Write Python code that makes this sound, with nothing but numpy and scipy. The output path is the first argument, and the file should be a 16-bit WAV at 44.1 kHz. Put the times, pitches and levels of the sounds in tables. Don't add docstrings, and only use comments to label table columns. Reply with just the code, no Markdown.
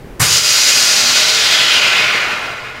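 import sys
import numpy as np
from scipy import signal
from scipy.fft import rfft, irfft, next_fast_len
from scipy.io import wavfile
from scipy.ndimage import uniform_filter1d

SR = 44100
rng = np.random.default_rng(int(sys.argv[2]) if len(sys.argv) > 2 else 0)


def to_wav(sig):
    pcm = np.clip(np.atleast_2d(sig), -1, 1) * 32767
    pcm = np.round(pcm).astype(np.int16)
    wavfile.write(sys.argv[1], SR, pcm.T)


N = 123479
OPEN_S, OPENING_S = 0.195, 0.0091


def jet(t, band_count=80):
    # t/s, relative level/dB
    flow_levels = [(0.21, -26), (0.22, -15), (0.28, -13.5), (0.37, -10), (0.4, -14), (0.47, -11.5),
                   (1.99, -12), (2.15, -14), (2.79, -31.5)]
    # t/s, f/Hz
    pitch_path = [(.2, 5100), (.8, 4710), (1.1, 4190), (1.45, 3600), (1.65, 3230), (2.05, 2360),
                  (2.3, 1900), (2.55, 1700), (2.8, 1570)]
    # multiple of the pitch, relative level/dB
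    hiss_shape = [(.015, -31), (.035, -16), (.12, -10), (.3, -6), (.65, -1.5), (1, -0.5), (1.35, -1.5),
                  (1.75, -7), (2.5, -14.5), (4, -24.5), (7, -32.5), (13, -41)]
    # t/s, boost/dB
    whistle_boosts = [(.2, 2.5), (.8, 1.5), (1.15, 3), (1.7, 5), (2.05, 4.5), (2.3, -1.5), (2.8, -2.7)]
    whistle_width_hz = 430
    gain_db, flutter_db, flicker_db = 1, 0.71, 0.69
    pitch, whistle_db = curve(t, pitch_path), curve(t, whistle_boosts)
    size = next_fast_len(N)
    ringing = rfft(chamber(rng.standard_normal(N)), size)
    centres_hz = np.geomspace(540, 17500, band_count) - 500
    band_position = np.interp(np.arange(len(ringing)) * SR / size, centres_hz, np.arange(band_count))
    hiss, power = 0, 0
    for k, hz in enumerate(centres_hz):
        share = np.maximum(1 - np.abs(band_position - k), 0)
        band = irfft(ringing * share, size)[:N]
        near_pitch = np.exp(-((hz - pitch) / whistle_width_hz) ** 2)
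        gain = undb(log_curve(hz / pitch, hiss_shape) + whistle_db * near_pitch)
        hiss = hiss + band * gain * undb(flicker_db * wobble(rate_hz=14))
        power = power + np.var(band) * gain ** 2
    even_hiss = unit(hiss / np.sqrt(power))
    level_db = gain_db + curve(t, flow_levels) + flutter_db * wobble(rate_hz=44.88)
    return even_hiss * valve(t) * undb(level_db)


def chamber(sound):
    # f/Hz, relative level/dB
    rings = [(614, -2), (1362, 1.5), (1514, 5.5), (2012, 2.5), (2519, 0), (3117, 0.5), (3758, -3.5),
             (3973, 2), (4177, -11), (4861, 4), (4969, -2), (5760, 5), (6508, -21), (6864, -8)]
    # f/Hz, gain/dB
    colour = [(40, -24), (65, -12), (120, 0), (280, -5), (450, -2.5), (630, -1), (950, -4), (1350, .5),
              (1750, -.5), (2800, .5), (3500, -1), (4400, -.5), (4900, 1.5), (5500, -.5), (6800, 1.5),
              (7600, -2.5), (9000, -2), (10000, -4), (11800, -1.5), (13000, -4.5), (15500, -3)]
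    ring_width_hz, ring_db, tail_db = 16.5, -1, -2.5
    t, f = np.arange(N) / SR, freqs()
    tail = rng.standard_normal(N) * fade(t, t60_s=0.41)
    tail_response = undb(tail_db) * rfft(tail) / np.sqrt(np.sum(tail ** 2))
    direct_and_tail = (1 + tail_response) / np.hypot(1, undb(tail_db))
    clear = sum(undb(db + ring_db) / (1 + 2j * (f - hz) / ring_width_hz) for hz, db in rings)
    return irfft(rfft(sound) * (direct_and_tail + clear) * undb(log_curve(f, colour)), N)


def valve(t):
    return np.clip((t - OPEN_S) / OPENING_S, 0, 1)


def spit(t):
    # f/Hz, relative level/dB
    colour = [(200, -7.5), (500, -0.5), (850, -3), (1200, 3), (2200, 3), (3300, -7), (5500, -4),
              (8500, -1.5), (12000, -7), (15500, -15)]
    level_db, hold_s = -11.5, 0.025
    burst = noise(undb(log_curve(freqs(), colour))) * undb(level_db)
    return burst * valve(t) * fade(t - OPEN_S - hold_s, t60_s=0.42)


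def thump(t):
    # f/Hz, level/dB, time to fade by 60 dB/s
    notes = [(122, -11, 0.11), (99.5, -38, 0.49), (150, -43, 0.29)]
    start_s, rise_s = 0.2, 0.015
    age = np.maximum(t - start_s, 0)
    body = sum(undb(db) * np.sin(2 * np.pi * hz * age) * fade(age, t60_s) for hz, db, t60_s in notes)
    boom = undb(-20.5) * band_noise(hz=129, width_hz=92) * fade(age, t60_s=0.81)
    return (body + boom) * (1 - fade(age, rise_s))


def steps(t):
    # t/s, level/dB
    footfalls = [(1.161, -28.5), (2.148, -23.5), (2.48, -33)]
    loudness = sum(undb(db) * (t > start) * fade(t - start, t60_s=0.21) for start, db in footfalls)
    return band_noise(hz=560, width_hz=430) * loudness


def machine(t):
    # middle t/s, half length/s, f/Hz, level/dB
    swells = [(0.99, .3, 242, -40), (1.354, .12, 445, -36), (1.34, 0.21, 616, -35), (1.82, 0.12, 940, -39)]
    rumble = undb(-37) * band_noise(hz=40.2, width_hz=15) * fade(t - OPEN_S, t60_s=0.2)
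    hoots = sum(hum(hz, db) * np.exp(-((t - middle) / half) ** 2) for middle, half, hz, db in swells)
    return rumble + valve(t) * hoots


def hall(t):
    # f/Hz, relative level/dB
    colour = [(30, -4), (60, -6), (120, -0.5), (220, -7), (400, -5.5), (600, -13.5), (1100, -19.5),
              (2100, -23.5), (4000, -34), (8000, -39), (15000, -42)]
    # f/Hz, level before the valve opens/dB
    motor_notes = [(108, -45), (124, -42.5)]
    noise_db, dip_db = -33.5, -7.5
    workshop = undb(noise_db) * noise(undb(log_curve(freqs(), colour)))
    motors = sum(hum(hz, db) for hz, db in motor_notes)
    return (workshop + motors) * undb(dip_db * valve(t))


def hum(hz, db):
    peak = undb(db + 3.95 * wobble(rate_hz=6.92)) * np.sqrt(2)
    pitch = hz * (1 + 0.01146 * wobble(rate_hz=18))
    return peak * np.sin(2 * np.pi * np.cumsum(pitch) / SR)


def band_noise(hz, width_hz):
    return noise(1 / (1 + (2 * (freqs() - hz) / width_hz) ** 4))


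def noise(gain):
    return unit(irfft(rfft(rng.standard_normal(N)) * gain, N))


def wobble(rate_hz):
    hold = max(int(SR / rate_hz), 1)
    jumps = rng.standard_normal(N)[np.arange(N) // hold]
    return unit(uniform_filter1d(uniform_filter1d(jumps, hold), hold))


def fade(age, t60_s):
    return np.exp(-np.log(1000) * np.maximum(age, 0) / t60_s)


def undb(db):
    return 10 ** (np.asarray(db) / 20)


def unit(x):
    return x / np.sqrt(np.mean(x ** 2))


def curve(x, table):
    return np.interp(x, *np.array(table, float).T[:2])


def log_curve(x, table):
    points, db = np.array(table, float).T
    return np.interp(np.log(x), np.log(points), db)


def freqs():
    return np.maximum(np.arange(N // 2 + 1) * SR / N, 1)


def scene():
    t = np.arange(N) / SR
    mix = jet(t) + spit(t) + thump(t) + machine(t) + steps(t) + hall(t)
    return np.array([mix, mix])


def record(dry):
    top_hz = 15750
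    rounded = dry / (1 + dry ** 8) ** (1 / 8)
    return signal.sosfilt(signal.ellip(10, .2, 70, top_hz, fs=SR, output="sos"), rounded)


dry = scene()
out = record(dry)
to_wav(out)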